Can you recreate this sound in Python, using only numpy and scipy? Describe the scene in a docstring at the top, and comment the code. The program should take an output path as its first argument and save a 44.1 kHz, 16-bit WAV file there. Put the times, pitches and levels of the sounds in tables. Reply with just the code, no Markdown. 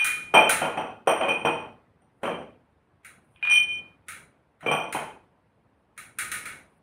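"""Drinking glasses are lifted from a crate and set down on a cabinet shelf in a hard-walled kitchen.
Each base knocks the board and rings briefly, and glasses held together chime.
Bangles clack and slide on the wrist. The room echoes every contact, and a noise suppressor
turns the pauses down, so the room noise swells around each sound."""
import sys
import numpy as np
from scipy import signal
from scipy.fft import rfft, irfft, next_fast_len
from scipy.io import wavfile
from scipy.ndimage import uniform_filter1d, map_coordinates

SR = 44100
rng = np.random.default_rng(int(sys.argv[2]) if len(sys.argv) > 2 else 0)


def store_wav(level_fs):
    """Save 16-bit WAV to argv[1]."""
    pcm = np.round(np.clip(np.atleast_2d(level_fs), -1, 1) * 32767)
    wavfile.write(sys.argv[1], SR, pcm.T.astype(np.int16))


N = 300762
T = np.arange(SR) / SR  # the first second after a contact


def amp(db):
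    """Turn decibels into a gain."""
    return np.exp(np.asarray(db) * np.log(10) / 20)


def along(points, hz):
    """Read the value at any pitch from (pitch_hz, value) points."""
    pitches, values = np.transpose(points)
    return np.interp(np.log(hz + 1), np.log(pitches + 1), values)


def peaks(resonances, hz):
    """Decibels that (pitch_hz, width_hz, boost_db) resonances add at each pitch."""
    return sum(db / (1 + (2 * (hz - centre) / width) ** 2) for centre, width, db in resonances)


def treble(hz, edge_hz):
    """Rise smoothly from 0 below the edge to 1 above it."""
    return hz ** 4 / (hz ** 4 + edge_hz ** 4)


def filtered(sound, gain):
    """Give each pitch in a sound its own gain."""
    size = next_fast_len(sound.shape[-1] + SR // 10)
    return irfft(rfft(sound, size) * gain(np.fft.rfftfreq(size, 1 / SR)), size)[..., :sound.shape[-1]]


def unit_hit(hit):
    """Scale a hit to average (rms) level 1 over its first sixteenth of a second."""
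    return hit / np.sqrt(np.mean(hit[..., :SR // 16] ** 2, axis=-1, keepdims=True) + 1e-20)


def coloured(hit, gain_db):
    """Shape a hit's tone so that its resonances ring only after the blow."""
    cepstrum = irfft(np.log(amp(gain_db(np.fft.rfftfreq(SR, 1 / SR)))))
    cepstrum[1:SR // 2] *= 2
    cepstrum[SR // 2 + 1:] = 0
    return unit_hit(irfft(rfft(hit, SR) * np.exp(rfft(cepstrum))))


def steady_noise(tone):
    """Noise with the given tone, at average (rms) level 1."""
    noise = filtered(rng.standard_normal(N), lambda f: amp(along(tone, f)))
    return noise / noise.std()


def wobble(per_s):
    """A smooth curve through per_s random values a second."""
    return map_coordinates(rng.standard_normal(int(N * per_s / SR) + 4), [np.arange(N) * per_s / SR])


def add(track, start_s, sound):
    """Mix a sound into a track."""
    start = round(start_s * SR)
    part = sound[max(-start, 0):N - start]
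    track[max(start, 0):][:len(part)] += part


# How long the kitchen echoes: pitch_hz, fade_s (a fade is the time to drop 60 dB)
ROOM_FADE = [(120, 0.85), (400, 0.63), (1000, 0.48), (2500, 0.48), (5000, 0.47), (9500, .4), (15000, .32)]
# First echoes off the walls: delay_s, level_db
WALL_ECHOES = [(.0045, 0.5), (0.0105, -10), (.022, 2), (0.038, 2)]
def kitchen(direct_db, walls_db, build_s, contact_s, bend=1.196, smear_s=.035):
    """A contact in the room: a short burst, wall echoes smeared by furniture, then a long tail."""
    hz, t, bands = signal.stft(rng.standard_normal(SR), SR, nperseg=256)
    fade = amp(-60 * (t / along(ROOM_FADE, hz)[:, None]) ** bend)  # slow at first, then faster
    tail = signal.istft(bands * fade, SR, nperseg=256)[1][:SR]
    tail *= 1 - np.exp(-T / build_s)
    direct = rng.standard_normal(SR) * amp(-60 * T / contact_s) * (1 - np.exp(-T / 0.0018))
    bounces = sum(amp(db - 60 * np.abs(T - s) / smear_s) * (T > s) for s, db in WALL_ECHOES)
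    walls = rng.standard_normal(SR) * bounces
    parts = [(0, tail), (direct_db, direct), (walls_db, walls)]
    return sum(amp(db) * part / np.linalg.norm(part) for db, part in parts)


# Glass touches glass, waking the rim, wall and high notes: start_s, tick_db, rim_db, wall_db, high_db
TOUCHES = [(-.02, -34.5, -20, -36, -41), (3.36, -58, -62.5, -80, -93.5), (3.427, -41.5, -24, -47, -66),
           (3.451, -39, -36, -49, -68), (3.472, -43.5, -22.5, -44.5, -67.5),
           (3.498, -43.5, -20.5, -36.5, -40), (3.51, -40, -24, -31, -43), (3.523, -43, -27.5, -32.5, -44),
           (3.538, -49.5, -23.5, -29, -36.5), (3.559, -48, -20.5, -25.5, -40)]
# Tone of the tick as they touch: pitch_hz, level_db
TICK_TONE = [(200, -25), (550, -15), (850, -6.5), (1700, -3.5), (3000, -3), (4500, -28), (7000, -38.5),
             (9500, -29), (16000, -56)]
def glass_ticks():
    """Glasses in one hand tick as they meet, more brightly when the high notes are strong."""
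    out = np.zeros(N)
    for start_s, tick_db, rim_db, _, high_db in TOUCHES:
        bright_db = 0.44 * (high_db - rim_db) + 13.5
        hit = kitchen(direct_db=-1, walls_db=-7, build_s=0.0069, contact_s=0.0091)
        tick = coloured(hit, lambda f: along(TICK_TONE, f) + bright_db * treble(f, edge_hz=5000))
        add(out, start_s, amp(tick_db) * tick)
    return out


# The high notes of a drinking glass: pitch_hz, level_db
HIGH_NOTES = [(5830, -7), (5900, -17), (8640, -9.5), (8770, -2), (8900, -6.5), (10990, -17.5), (12080, -14),
              (12560, -30.5), (13680, -30.5), (14680, -33), (15080, -27)]
def glass_chimes(rim_hz=2436, wall_hz=3088, rim_fade_s=0.67, jolt_rad=0.65, rub_rad=0.23, flutter_db=2.5):
    """Held glasses ring freely: each touch feeds their notes and jolts the vibration."""
    ring, t = np.zeros(N), np.arange(N) / SR
    starts, _, rim_db, wall_db, high_db = np.transpose(TOUCHES)
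    high = [(hz, high_db + db - 2 * np.log2(hz / 8800)) for hz, db in HIGH_NOTES]
    for hz, levels in [(rim_hz, rim_db), (wall_hz, wall_db)] + high:
        energy, jolts = np.zeros(N), np.zeros(N)
        fade_s = rim_fade_s * (rim_hz / hz) ** 0.43
        fade = amp(-60 * T / fade_s)
        for start_s, db in zip(starts, levels):
            add(energy, start_s, (amp(db) * fade) ** 2)
            add(jolts, start_s, rng.normal(0, jolt_rad, 1))
        swing = np.abs(uniform_filter1d(np.sqrt(2 * energy), size=48))
        flutter = (hz / rim_hz) ** .5 * wobble(per_s=110)  # rubbing shakes the high notes most
        phase = uniform_filter1d(np.cumsum(jolts), size=48) + rub_rad * flutter
        ring += swing * amp(flutter_db * flutter) * np.sin(2 * np.pi * hz * t + phase)
    room = kitchen(direct_db=-16, walls_db=-8, build_s=0.0037, contact_s=0.012)
    echo = signal.fftconvolve(ring, room)[:N]
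    return (ring + amp(-11) * echo) * waver_and_drop(t)


def waver_and_drop(t, lift_s=3.588, waver_hz=6.1, waver_db=10.5, drop_s=3.83, drop_db_per_s=166):
    """The level wavers once the glasses are lifted; then the ring and its echo fall away quickly,
    as the noise suppressor turns them down."""
    waver = np.sin(np.pi * waver_hz * np.maximum(t - lift_s, 0)) ** 4
    drop_db = np.clip(drop_db_per_s * (t - drop_s), 0, 14.5)
    return amp(-waver_db * waver - drop_db)


# Tone of the quiet kitchen: pitch_hz, level_db
ROOM_TONE = [(25, -42), (58, -9), (100, -5), (190, -7.5), (310, -11), (550, -14), (1000, -16.5),
             (1650, -22.5), (2600, -29), (4200, -40), (7000, -50), (9400, -42), (12000, -51), (16000, -62)]
def room_noise():
    """A faint, low, steady rush fills the room."""
    return amp(-52) * steady_noise(ROOM_TONE)


# Bangles hit each other: start_s, level_db, treble_db
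BANGLE_HITS = [(.044, -29, 6.5), (.067, -33, -2.5), (.493, -22, 3), (2.231, -46, -6), (3.047, -46.5, -2),
               (4.083, -39.5, 0), (4.607, -50.5, -12.5), (4.925, -35, 0.5), (5.977, -42.5, 0),
               (6.186, -30.5, 3), (6.316, -32, 3), (6.455, -38, -2.5)]
# Overall tone of a clack: pitch_hz, level_db
CLACK_TONE = [(100, -19), (330, -14.5), (700, -19), (1100, -16.5), (1300, -5.5), (2300, -0.5),
              (3000, -14.5), (4200, -16), (4700, -23), (8300, -16), (9700, -10), (12500, -20.5),
              (15500, -21)]
# Pitches that stand out in a clack: pitch_hz, width_hz, boost_db
CLACK_PEAKS = [(1250, 50, 10.5), (1350, 100, 4), (1504.5, 140, 7.5), (1812, 26, 4), (1890, 35, 3),
               (2205, 22, 9), (2810, 80, 6), (3370, 43, 8), (3950, 170, 6.5), (6450, 880, 3.5),
               (9270, 1100, 7.5)]
def bangle_clacks():
    """Bangles meet in hard, short clacks that set the whole room echoing."""
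    out = np.zeros(N)
    for start_s, level_db, treble_db in BANGLE_HITS:
        hit = kitchen(direct_db=-8, walls_db=-15, build_s=0.0019, contact_s=0.017, bend=1.1)
        tone_db = lambda f: along(CLACK_TONE, f) + peaks(CLACK_PEAKS, f) + treble_db * treble(f, 4600)
        add(out, start_s, amp(level_db) * coloured(hit, tone_db))
    return out


# A glass lands on the shelf: start_s, knock_db, knock_hz, bass_db, rim_db, high_db, rim_hz
LANDINGS = [(.338, -19, 626, -7, -18.5, -38, 2424), (.347, -14.5, 700, -3.5, -31, -44.5, 2445),
            (.368, -31, 627, -6, -22.5, -44.5, 2460), (.453, -36.5, 520, -9.5, -38.5, -56, 2655),
            (.614, -26, 720, 0, -37, -56.5, 2478), (.655, -31, 756, 5, -43.5, -64, 2440),
            (.772, -28, 799, 2.5, -43.5, -57, 2520), (1.072, -18.5, 662, -11, -33.5, -40.5, 2470),
            (1.21, -24.5, 590, -3.5, -34.5, -61, 2470), (1.282, -27, 561, 3, -26, -48.5, 2463),
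            (1.449, -22, 852, 2, -30, -48, 2483), (2.018, -58.5, 815, 3.5, -85, -78, 2425),
            (2.232, -29.5, 586, 7.5, -50, -64, 2370), (2.253, -29, 482, 9, -46, -62.5, 2396),
            (2.272, -33, 479, 5, -49, -64, 2420), (2.386, -45.5, 474, 9, -68, -78.5, 2440),
            (4.628, -41, 736, 20, -67, -71, 2470), (4.661, -27, 500, 8, -28.5, -52, 2379),
            (4.711, -23.5, 727.4, -2.5, -31.5, -43.5, 2453), (4.947, -28.5, 856, 5, -42.5, -73, 2503)]
# Tone of the thud: pitch_hz, level_db
THUD_TONE = [(40, -44), (100, -16.5), (200, -6), (380, -2), (650, 2), (1100, 1.5), (1800, -9),
             (2900, -10.5), (3700, -35), (5000, -42), (7500, -42.5), (9500, -32), (12000, -49.5),
             (16000, -51.5)]
def glasses_set_down():
    """A thick base knocks the board, and both the shelf and the glass ring."""
    out = np.zeros(N)
    for start_s, knock_db, knock_hz, bass_db, rim_db, high_db, rim_hz in LANDINGS:
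        # each spot on the board favours its own pitches
        spot_db = lambda f: peaks([(knock_hz, 220, 6)], f) + bass_db / (1 + (f / 260) ** 4)
        hit = kitchen(direct_db=-5.5, walls_db=-9, build_s=0.0044, contact_s=0.027)
        thud = coloured(hit, lambda f: along(THUD_TONE, f) + spot_db(f))
        knock = amp(-2.5) * thud + amp(-5.5) * shelf_ring(spot_db)
        add(out, start_s, amp(knock_db) * knock + damped_glass(knock_db, rim_db, high_db, rim_hz))
    return out


# Notes of the loaded shelf and cabinet: pitch_hz, level_db, fade_s
SHELF_NOTES = [(152.8, -9.5, 0.38), (244.3, -8.5, 0.92), (312.7, -6.5, 0.42), (337, -10, .4),
               (469.4, 0, .5), (555, -1, 0.38), (649.7, -2.5, 0.45), (735, -2.5, 0.13), (756, 1.5, 0.38),
               (727, -7, 0.12), (869, -2.5, 0.61), (814, -3.5, 0.11), (1044, -11, 0.93), (1130, -5.5, 0.6),
               (1306, -6.5, 0.15), (1340, -10.5, 0.57), (1417, -7, 0.71)]
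def shelf_ring(spot_db, spread_db=5, rise_s=0.0021):
    """The shelf's notes ring at new strengths for each landing."""
    hz, db, fade_s = np.transpose(SHELF_NOTES)
    db = db + rng.normal(0, spread_db, len(hz)) + spot_db(hz)
    phase = 2 * np.pi * (np.outer(hz, T) + rng.random((len(hz), 1)))
    notes = np.sin(phase) * amp(-60 * T / fade_s[:, None])
    return unit_hit(amp(db) @ notes * (1 - np.exp(-T / rise_s)))


def damped_glass(knock_db, rim_db, high_db, rim_hz, wall_hz=3102, light_fade_s=0.09, halving_db=12.5):
    """The glass bends and rings until the board stops it: sooner for firm knocks and high notes."""
    room = kitchen(direct_db=-1, walls_db=-1.5, build_s=0.011, contact_s=0.056)
    high_hz, note_db = np.transpose(HIGH_NOTES)
    grip_shift = 1 + 0.0068 * rng.standard_normal(len(high_hz))  # each grip retunes the high notes
    hz = np.r_[rim_hz, wall_hz, high_hz * grip_shift]
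    wall_db = rim_db + 0.43 * (knock_db - rim_db) - 8.5
    db = np.r_[rim_db, wall_db, high_db + note_db + rng.normal(0, 1.5, len(high_hz))]
    fade_s = light_fade_s * .5 ** ((knock_db - rim_db) / halving_db) * (rim_hz / hz) ** 0.5
    t = T[:SR // 3]
    notes = np.sin(2 * np.pi * np.outer(hz, t)) * amp(-60 * t / fade_s[:, None])
    notes *= 1 - np.exp(-t / 0.00097)
    heard = signal.fftconvolve(notes, room[None, :SR * 2 // 3], axes=1)
    return np.pad(amp(db) @ unit_hit(heard), (0, SR - heard.shape[1]))


# Bangles slide along the moving forearm: start_s, length_s, level_db
BANGLE_SLIDES = [(2.08, .2, -78), (3.12, .4, -72.5), (5.76, .12, -79.5), (6.6, .3, -76)]
# Tone of their jingle: pitch_hz, level_db
JINGLE_TONE = [(3000, -21.5), (7000, -19.5), (9400, 1.5), (12000, -13), (16000, -18)]
def bangle_slides(flutter_db=2.5):
    """Sliding bangles give a faint, bright jingle that swells and fades."""
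    swell = np.zeros(N)
    for start_s, length_s, level_db in BANGLE_SLIDES:
        add(swell, start_s, amp(level_db) * np.hanning(int(length_s * SR)))
    return swell * amp(flutter_db * wobble(per_s=75)) * steady_noise(JINGLE_TONE)


def scene():
    """Glasses and bangles over the steady room noise, in one channel."""
    glasses = glasses_set_down() + glass_ticks() + glass_chimes()
    return (glasses + bangle_clacks() + bangle_slides() + room_noise())[None]


def near_quiet(power, margin_db, softness_db):
    """Close to 1 while a sound stays near its own quiet level, 0 well above it."""
    level_db = 10 * np.log10(power + 1e-20)
    quiet_db = np.percentile(level_db, 15, axis=-1, keepdims=True)
    return .5 - .5 * np.tanh((level_db - quiet_db - margin_db) / (2 * softness_db))


def record(dry, cut_db=2, pause_cut_db=15, lag_s=0.084, top_hz=15700):
    """A noise suppressor turns quiet pitch bands down, most in pauses; the top treble is cut off."""
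    hz, t, bands = signal.stft(dry[0], SR, nperseg=512)
    power = uniform_filter1d(np.abs(bands) ** 2, size=3, axis=0)  # smooth over pitch
    power = np.abs(uniform_filter1d(power, size=5, axis=1))  # then over time
    quiet = near_quiet(power, margin_db=8, softness_db=4)
    active = 1 - near_quiet(power[hz > 1000].sum(axis=0), margin_db=10, softness_db=3)
    memory = np.exp(-t[1] / lag_s)
    pause = 1 - signal.lfilter([1 - memory], [1, -memory], active)
    gain = amp(-quiet * (cut_db + pause_cut_db * pause))
    cleaned = signal.istft(bands * gain, nperseg=512)[1][None, :N]
    return filtered(cleaned, lambda f: 1 / (1 + (f / top_hz) ** 200))


dry = scene()
out = record(dry)
store_wav(out)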